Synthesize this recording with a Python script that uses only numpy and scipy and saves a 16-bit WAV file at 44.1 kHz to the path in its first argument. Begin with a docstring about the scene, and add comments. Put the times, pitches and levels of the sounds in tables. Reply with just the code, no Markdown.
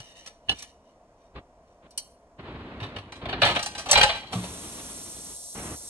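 """Plate, sink and tap

Close in a small kitchen, a fork scrapes boiled potato off a ceramic plate into a bowl. The plate goes
into the sink, bumping against dishes and cutlery; then the tap is turned on and hisses steadily.
Contacts ring decaying modes under a noisy crack, friction is a stream of tiny slips through the same
modes, and water is shaped noise with narrow resonances. All lies over the quiet of the kitchen."""
import sys
import numpy as np
from scipy import signal
from scipy.fft import rfft, irfft, next_fast_len
from scipy.io import wavfile

SR = 44100
rng = np.random.default_rng(int(sys.argv[2]) if len(sys.argv) > 2 else 0)


def bounce(signal):
    """Save signal as a 16-bit WAV file at the path given by the first command-line argument."""
    frames = np.transpose(np.atleast_2d(signal))
    limited = np.clip(frames, -1, 1)
    pcm = np.round(limited * 32767).astype(np.int16)
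    wavfile.write(sys.argv[1], SR, pcm)


N = 259743
HIT_LENGTH = int(.45 * SR)   # samples given to each contact
ATTACK = int(.02 * SR)   # samples over which the strength of a contact is taken

# Every table of hits has the columns [t/s, level/dB before gain_db, treble against mid-range/dB, chatter/s].
# Modes of the dishes [f/Hz, level/dB, t60/s]: struck, t60 is scaled by ring_scale;
# rubbed, the level is halved and t60 unused.
# The ceramic plate
PLATE_MODES = [(569, -3, 0.13), (709, -4, 0.21), (821, -1, .14), (1306, -5, 0.15), (1725, -1, 0.22),
               (1880, -11.5, .14), (2414, -7.5, 0.17), (2950, -9, 0.18), (2900, 4.5, 0.072),
               (3724, 2, 0.069), (4320, -2.5, 0.08), (5020, -7, 0.065), (5823, -1, 0.065),
               (5860, -3.5, .08), (7240, -16.5, 0.11), (8100, -18, .07), (9500, -10, 0.12)]
# A dish in the sink
DISH_MODES = [(553, -15.5, 0.16), (832.6, 2, 0.2), (1572, 4, 0.18), (1880, -5, 0.21), (2390, 0.5, 0.18),
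              (2850, 0, 0.15), (3150, -4, 0.17), (3197, -2, 0.16), (3976, 6.5, 0.13), (4410, -9.5, 0.16),
              (4970, -1, 0.15), (6030, -6.5, 0.18), (7100, 1, 0.081), (8290, -1.5, 0.15), (9300, -4, 0.088),
              (10800, -24, .15)]
# Plate and bowl knocked together
BOWL_MODES = [(780, -17.5, 0.122), (1718, -11.5, 0.16), (2660, -6, .06), (2740, -4.5, 0.1),
              (2955, 5.5, 0.067), (2947, 1, 0.13), (3440, -6.5, .07), (4060, -7, 0.109), (4360, -12, .1),
              (5730, -10.5, .09), (6090, -19.5, .08), (7300, -30, .08), (9540, -16, 0.13)]
# Spectrum of the dense crack of a contact [f/Hz, level/dB per Hz]
CRACK_COLOUR = [(60, 5), (150, 0), (330, -6), (550, 6.5), (800, 4), (1100, 1.5), (1500, 0.5), (2100, 3),
                (3000, 4.5), (4300, 0.5), (5100, -10.5), (5900, 2.5), (6650, -14), (7400, -7), (9600, -11),
                (11300, -12), (12600, -29.5), (15500, -20)]


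def plate_in_sink():
    """The plate bumps about in the sink, its modes ringing under a strong crack."""
    # Bumps of the plate
    plate_hits = [(2.8, -41, -20, 0.014), (2.826, -37, -20, 0.023), (2.961, -36.5, -21, 0.011),
                  (2.983, -43, -17, 0.0082), (3.286, -33.5, -25, 0.023), (3.327, -29.5, -38, 0.01),
                  (3.417, -17.5, -19.5, 0.01), (3.428, -17, -36, .015), (3.456, -22, -17, 0.031),
                  (3.486, -26, -22, .023), (3.559, -23.5, -21, 0.0099)]
    return contacts(plate_hits, PLATE_MODES, crack_db=4.5, crack_t60=0.049, ring_scale=0.76,
                    wet_db=-11.5, gain_db=-1, knock_db=-4.5)


def dish_in_sink():
    """A dish in the sink is knocked and rocks, ringing longer than the plate."""
    # Knocks on the dish
    dish_hits = [(3.121, -42, -10.5, 0.0041), (3.155, -50.5, -9, .013), (3.549, -31, -13, 0.015),
                 (3.591, -31, -9.5, 0.0037), (3.627, -35.5, 3, .004), (3.66, -34.5, 2, .0031),
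                 (3.748, -37.5, -8, 0.012), (3.778, -37, 0.5, .02), (3.954, -17.5, -31, .0074),
                 (3.972, -17, -12.5, 0.013), (3.998, -25, -38, .03), (4.029, -14, -11, 0.0074),
                 (4.089, -25, -25, 0.018), (4.147, -34.5, -15, 0.019)]
    return contacts(dish_hits, DISH_MODES, crack_db=3.5, crack_t60=0.069, ring_scale=0.88,
                    wet_db=-9.0, gain_db=-1.0, knock_db=-4, lowest_hz=564)


def cutlery_in_sink():
    """Jolted cutlery rings in short bright modes."""
    # Jolts of the cutlery
    cutlery_hits = [(3.885, -27, -7, 0.064), (3.912, -25, 13, 0.0071), (3.927, -19, 0, 0.017)]
    # Modes of the cutlery [f/Hz, level/dB, t60/s before ring_scale]
    cutlery_modes = [(815, 13, 0.081), (1704, -31.5, 0.04), (3080, -1, 0.14), (4320, 3.5, 0.1),
                     (4860, -10, 0.21), (5700, -5, 0.12), (6230, 7.5, 0.065), (7430, 8.5, 0.043),
                     (7870, 4, 0.14), (8720, -6, .06), (9620, 5, 0.044)]
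    return contacts(cutlery_hits, cutlery_modes, crack_db=0.5, crack_t60=0.037, ring_scale=0.42,
                    wet_db=-26.5, gain_db=-2.5, knock_db=-2.5, lowest_hz=450)


def crockery_shoved():
    """Crockery is shoved over the basin and grinds to rest: coarse slips excite ringing modes."""
    # Shoves [t/s, length/s, level/dB at the start]
    shove_rows = [(3.435, .38, -26.5), (3.945, 0.49, -20.5)]
    pressure = movements(shove_rows, attack_s=.09, release_s=.3, sag_db_per_s=90.5)
    return scrape(pressure, DISH_MODES[:10], slips_per_s=2000, width_hz=33, grit_db=-20, uneven_db=5.5)


def bowl_knocks():
    """The rim of the plate knocks against the bowl, with more ring than crack."""
    # Knocks of rim on bowl
    bowl_hits = [(.485, -35.5, -32, 0.022), (.493, -21.5, -17, .003), (.513, -35.5, -30.5, .008)]
    return contacts(bowl_hits, BOWL_MODES, crack_db=-19, crack_t60=0.028, ring_scale=0.53,
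                    wet_db=-25.5, gain_db=0.9, knock_db=-15.5)


def rim_on_bowl():
    """The rim of the plate drags on the bowl: dense slips excite the modes of both."""
    # Drags [t/s, length/s, level/dB]
    drag_rows = [(.497, .033, -37)]
    pressure = movements(drag_rows, attack_s=0.022, release_s=0.033)
    return scrape(pressure, BOWL_MODES[:9], slips_per_s=4600, width_hz=63, grit_db=-25.5, uneven_db=4.5)


def fork_scrapes():
    """The fork slides over the glaze of plate and bowl: tiny slips excite the plate's upper modes."""
    # Strokes [t/s, length/s, level/dB]
    stroke_rows = [(0, .28, -54), (.56, 0.08, -48.5), (.87, .04, -70.5), (1.21, 0.051, -72),
                   (1.68, .06, -75), (1.92, 0.064, -69)]
    pressure = movements(stroke_rows, attack_s=.25, release_s=.25)
    return scrape(pressure, PLATE_MODES[5:], slips_per_s=4000, width_hz=140, grit_db=-16.0, uneven_db=2.0)


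def fork_taps():
    """The fork taps the plate, which rings under a short crack."""
    # Taps of the fork
    tine_hits = [(.001, -46, -1.5, .003), (.26, -47, 2.5, 0.0097), (.272, -46.5, 4, 0.0063),
                 (.587, -59.5, 15.5, 0.01), (.622, -46, 6, 0.0081)]
    return contacts(tine_hits, PLATE_MODES, crack_db=4, crack_t60=0.041, ring_scale=0.76,
                    wet_db=-14.5, gain_db=-2.5, knock_db=-8.5)


def fork_laid_down():
    """The fork clinks as it is laid down, in its own bright modes."""
    # Clinks of the fork
    fork_hits = [(1.907, -72.5, 16, .0038), (1.976, -40.5, 11, 0.0069)]
    # Modes of the fork [f/Hz, level/dB, t60/s before ring_scale]
    fork_modes = [(562, -5, .08), (2380, -7, 0.066), (2880, 15, 0.066), (3070, 8, 0.062), (3140, 9, 0.1),
                  (3951, -2.5, 0.13), (4365, 4, 0.13), (4910, -6.5, 0.11), (5670, -2.5, 0.067),
                  (5820, -5, .07), (5910, -14, .12), (6050, -13.5, .07), (7240, -8, .08),
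                  (8020, -5.5, 0.055), (9290, 0, 0.036), (9300, 4, 0.046), (9700, -14, 0.094),
                  (10700, -5, 0.066), (11300, -3.5, 0.065), (11450, -5, .055)]
    return contacts(fork_hits, fork_modes, crack_db=-7.5, crack_t60=0.063, ring_scale=0.94,
                    wet_db=-16.5, gain_db=0.0, knock_db=-14.5)


def soft_contacts():
    """Dull contacts are crack without ring."""
    # Fork in the potato, things shifted at the sink, first spurts of the tap
    soft_hits = [(1.357, -57, -30, 0.0075), (3.212, -52.5, -32, .02), (3.255, -42, -26, .003),
                 (3.856, -43.5, -6.5, 0.021), (4.232, -54, -23, 0.0096), (4.323, -39.5, -5.5, 0.022),
                 (4.435, -47, -4, 0.019)]
    return contacts(soft_hits, [], crack_db=0, crack_t60=0.067, ring_scale=1,
                    wet_db=-19, gain_db=3.5, knock_db=3)


def bumps():
    """Board and basin answer heavy contacts with low, damped notes."""
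    # Deep bumps [t/s, level/dB, f/Hz, t60/s]
    bump_rows = [(0.001, -30.5, 119.6, 0.044), (0.522, -30.5, 235, .045), (0.544, -39, 70.6, 0.087),
                 (2.818, -22, 106, 0.11), (2.965, -37.5, 100, .4), (3.429, -26, 114.4, 0.43),
                 (3.963, -22.5, 65.5, 0.16), (4.351, -24, 181, 0.4), (4.354, -24.5, 113, 0.26)]
    rise_s = 0.00412
    out = np.zeros(N + HIT_LENGTH)
    t = np.arange(HIT_LENGTH) / SR
    for s, db, hz, t60 in bump_rows:
        start = int(s * SR)
        note = np.sin(2 * np.pi * hz * t) * dying(t, t60) * (1 - np.exp(-t / rise_s))
        out[start:start + HIT_LENGTH] += from_db(db) * note
    return out[:N]


TAP_OPEN_S = 4.33


def tap():
    """Water forced through the tap: smooth hiss with a row of narrow resonances."""
    # Whistling resonances [f/Hz, width/Hz before widening, level/dB]
    tap_peaks = [(5830, 510, -10), (6630, 130, -7.5), (7380, 140, -9), (8300, 180, -2), (9000, 250, -11),
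                 (10060, 176, -3), (10960, 170, -5), (11600, 140, -13)]
    # Spectrum of the smooth hiss [f/Hz, level/dB per Hz]
    tap_colour = [(900, -20), (2500, -25), (4000, -4.5), (5000, -5), (6000, -0.5), (9000, -5.5), (11500, 2),
                  (12400, -18), (15500, -11)]
    level_db, attack_s = -41, 0.064
    start_db, settle_s = -5.5, 0.14   # weaker at first, until the flow settles
    jet = rng.standard_normal((2, N))
    whistle = np.zeros((2, N))
    for hz, width_hz, db in tap_peaks:
        # two resonances in series
        whistle += from_db(db) * resonate(resonate(jet, hz, 1.2 * width_hz), hz, 1.1 * width_hz)
    whistle = stereo(whistle)
    hiss = whistle / rms(whistle) + from_db(-3.5) * noise(tap_colour)
    open_for = np.maximum(np.arange(N) / SR - TAP_OPEN_S, 0)
    flow = from_db(start_db * np.exp(-open_for / settle_s))
    opening = movements([(TAP_OPEN_S, N / SR, level_db)], attack_s, release_s=1)
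    return opening * flow * hiss / rms(hiss)


def rushes():
    """Dull, slightly lumpy rushes of noise swell and fade; the first water of the tap adds splashing."""
    # Dull rushes [t/s, length/s, level/dB]
    rush_rows = [(.495, 0.033, -39.5), (1.358, 0.028, -41.5), (1.83, 0.035, -54.5), (2.394, .59, -41),
                 (3.0, 1.3, -49), (3.228, 0.351, -36.5), (5.555, .195, -38.5), (5.76, 0.12, -55.5)]
    # Spectrum of the dull rush [f/Hz, level/dB per Hz]
    rush_colour = [(21, -52), (35, -9), (64, 1), (97, -2), (185, -4), (281, -2.5), (500, -9), (598, -10),
                   (833, -13), (973, -12), (1480, -16.5), (2880, -22), (4110, -27.5), (7000, -60.5),
                   (9100, -95), (15400, -120)]
    # Spectrum of the mid-range splashing [f/Hz, level/dB per Hz]
    splash_colour = [(300, -19), (1000, 2), (2000, -6), (3500, 3), (4500, -1), (6500, -30)]
    rumble_s, rumble_db, splash_db = 0.98, -40.5, -6.5   # splash relative to the rumble
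    swelling = movements(rush_rows, attack_s=0.043, release_s=0.075)
    # the rumble under the hiss dies away
    water = movements([(TAP_OPEN_S, rumble_s, rumble_db)], attack_s=0.28, release_s=0.46, sag_db_per_s=11.5)
    splash = water * from_db(splash_db) * noise(splash_colour)
    lumps = from_db(1.7 * wander(count=300))
    return lumps * (np.hypot(swelling, water) * noise(rush_colour) + splash)


def quiet_kitchen():
    """The quiet of the kitchen: steady noise, mostly low."""
    # Spectrum of the quiet [f/Hz, level/dB per Hz]
    floor_colour = [(15, -37.5), (25, -5), (59, -4), (121, -13), (262, -9.5), (358, -14), (555, -7),
                    (600, -6.5), (700, -2.5), (756, -13.5), (1010, -13), (1270, -23), (3950, -40),
                    (5970, -34.5), (12000, -46.5), (15600, -94.5), (22000, -120)]
    return from_db(-57.5) * noise(floor_colour)


def contacts(hits, modes, crack_db, crack_t60, ring_scale, wet_db, gain_db, knock_db, lowest_hz=100):
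    """Every contact sounds in the room; thud and knock follow its level, its brightness sets the treble."""
    # Edges of thud, knock, mid-range and treble [f/Hz]
    band_edges = [40, 250, 1200, 4700, 15500]
    thud_db = knock_db - 15.5
    t = np.arange(HIT_LENGTH) / SR
    out = np.zeros((2, N + HIT_LENGTH))
    registers = [signal.butter(8, edges, "band", fs=SR, output="sos")
                 for edges in zip(band_edges, band_edges[1:])]
    # smaller things knock higher
    knock_floor = signal.butter(4, lowest_hz, "high", fs=SR, output="sos")
    registers[1] = np.vstack([registers[1], knock_floor])
    for s, level_db, bright_db, chatter_s in hits:
        blow = strike(t, modes, max(chatter_s, 1e-3), crack_db, crack_t60, ring_scale)
        blow = stereo(signal.fftconvolve(blow, kitchen(t, wet_db), axes=1)[:, :HIT_LENGTH])
        start = max(int(s * SR), 0)
        for sos, db in zip(registers, (thud_db, knock_db, 0, bright_db)):
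            part = signal.sosfilt(sos, blow)
            # the stronger of two overlapping windows
            strength = max(rms(part[:, :ATTACK]), rms(part[:, ATTACK // 2:ATTACK + ATTACK // 2]))
            out[:, start:start + HIT_LENGTH] += from_db(level_db + db + gain_db) * part / strength
    return out[:, :N]


def strike(t, modes, chatter_s, crack_db, crack_t60, ring_scale):
    """A click and fading chatter drive a short dense crack, over which the modes ring."""
    spread_db, detune = 2, 0.00098   # random spread of mode levels and of relative pitch
    crack = colour(rng.standard_normal((2, len(t))), CRACK_COLOUR) * dying(t, crack_t60)
    chatter = rng.random(len(t)) < 1500 / SR   # 1500 impulses a second on average
    force = rng.standard_normal(len(t)) * chatter * np.exp(-t / chatter_s)
    force[0] = 2   # the click
    crack = signal.fftconvolve(crack, force[None], axes=1)[:, :len(t)]
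    ring = np.zeros((2, len(t)))
    for hz, db, t60 in modes:
        phase = rng.uniform(0, 2 * np.pi, (2, 1))
        pitch = hz * (1 + detune * rng.standard_normal())   # each mode is a little off pitch, at random
        gain = from_db(db + spread_db * rng.standard_normal())
        ring += gain * np.sin(2 * np.pi * pitch * t + phase) * dying(t, t60 * ring_scale)
    blow = ring / rms(ring[:, :ATTACK]) + from_db(crack_db) * crack / rms(crack[:, :ATTACK])
    return blow * (1 - np.exp(-t / (0.17 * chatter_s)))   # a long contact builds up slowly


def scrape(pressure, modes, slips_per_s, width_hz, grit_db, uneven_db):
    """Tiny slips, in uneven bunches, excite the modes of the dish that is rubbed."""
    rim_s, travel, rim_gain = 0.000902, 0.14, 0.5
    slips = rng.standard_normal((2, N)) * (rng.random(N) < slips_per_s / SR)
    slips = slips * from_db(uneven_db * wander(count=400))
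    # the wave thrown back by the rim colours the sound differently as the contact travels
    earlier = np.arange(N) - rim_s * SR * np.exp(travel * wander(count=40))
    thrown_back = np.array([np.interp(earlier, np.arange(N), row) for row in slips])
    slips = slips + rim_gain * thrown_back
    body = sum(from_db(db / 2) * resonate(slips, hz, width_hz) for hz, db, _ in modes)
    rubbed = stereo(body + from_db(grit_db) * colour(slips, CRACK_COLOUR))
    return pressure * rubbed / rms(rubbed)


def movements(rows, attack_s, release_s, sag_db_per_s=0):
    """Gain that rises by 60 dB in the attack before t, holds or sags, and falls by 60 dB per release."""
    t = np.arange(N) / SR
    power = 0
    for s, length_s, db in rows:
        outside = np.maximum(s - t, 0) / attack_s + np.maximum(t - s - length_s, 0) / release_s
        held = from_db(db - sag_db_per_s * np.maximum(t - s, 0))
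        power = power + (held * dying(np.minimum(outside, 2), 1)) ** 2
    return np.sqrt(power)


def kitchen(t, wet_db):
    """Room response: direct sound and a diffuse tail that builds up and dies."""
    t60, build_s = 0.37, 0.057
    tail = rng.standard_normal((2, len(t))) * dying(t, t60) * (1 - dying(t, build_s))
    response = from_db(wet_db) * tail / np.linalg.norm(tail[0])
    response[:, 0] += 1
    return response


def stereo(pair):
    """Direct sound reaches the two microphone ports out of step; an unrelated part widens the treble."""
    # Diffuse sound between the ports [f/Hz, level/dB of side against mid]
    width_curve = [(100, -62), (600, -50), (900, -20), (1300, -4.5), (3000, -2), (5000, -3.5),
                   (6200, -10.5), (7200, -19), (8200, -21), (9000, -19), (11000, -15.5), (14000, -15)]
    # Phase by which the left port lags the right [f/Hz, phase/rad]
    port_phase = [(0, 0), (950, 0), (1500, 2.04), (3500, 1.5), (4400, 1.58), (5200, 4), (6200, 4.5),
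                  (8300, 6), (10000, 7.5), (11200, 8.5), (12800, 9), (16000, 10)]
    count = pair.shape[-1]
    size = next_fast_len(count + 2048)
    ports = pair[0] + colour(pair[1], width_curve) * np.array([[1], [-1]])
    phase = np.interp(np.fft.rfftfreq(size, 1 / SR), *np.transpose(port_phase))
    lag = np.exp(-.5j * phase)   # half to each port, in opposite directions
    return irfft(rfft(ports, size) * np.array([lag, lag.conj()]), size)[:, :count]


def noise(points):
    """Coloured stereo noise of rms 1."""
    x = stereo(colour(rng.standard_normal((2, N)), points))
    return x / rms(x)


def colour(x, points):
    """Filter by a spectrum of (f/Hz, level/dB) points, interpolated over log frequency."""
    size = next_fast_len(x.shape[-1] + 2048)
    hz, db = np.transpose(points)
    bins = np.maximum(np.fft.rfftfreq(size, 1 / SR), 1)
    gain = from_db(np.interp(np.log(bins), np.log(hz), db))
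    return irfft(rfft(x, size) * gain, size)[..., :x.shape[-1]]


def resonate(x, hz, width_hz):
    """A two-pole resonance of about gain 1 at its top."""
    r = np.exp(-np.pi * width_hz / SR)
    poles = [1, -2 * r * np.cos(2 * np.pi * hz / SR), r * r]
    return (1 - r * r) / 2 * signal.lfilter([1, 0, -1], poles, x)


def wander(count):
    """A random course through count points spread over the whole scene."""
    return np.interp(np.arange(N), np.linspace(0, N, count), rng.standard_normal(count))


def dying(t, t60):
    """A decay of 60 dB in t60 seconds."""
    return np.exp(-np.log(1000) * t / t60)


def from_db(db):
    """Decibels to gain."""
    return 10 ** (np.asarray(db) / 20)


def rms(x):
    """Root mean square."""
    return np.sqrt(np.mean(x ** 2) + 1e-24)


def scene():
    """Crockery, friction and water over the quiet of the kitchen."""
    sink = plate_in_sink() + dish_in_sink() + cutlery_in_sink() + crockery_shoved()
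    bowl = bowl_knocks() + rim_on_bowl()
    fork = fork_scrapes() + fork_taps() + fork_laid_down()
    dull = soft_contacts() + bumps()
    return sink + bowl + fork + dull + tap() + rushes() + quiet_kitchen()


def record(dry):
    """Full scale bounds the peaks, then a steep low-pass takes 70 dB off everything above 16.5 kHz."""
    steep = signal.cheby2(14, 70, 16500, fs=SR, output="sos")
    return signal.sosfilt(steep, np.clip(dry, -1, 1))


dry = scene()
out = record(dry)
bounce(out)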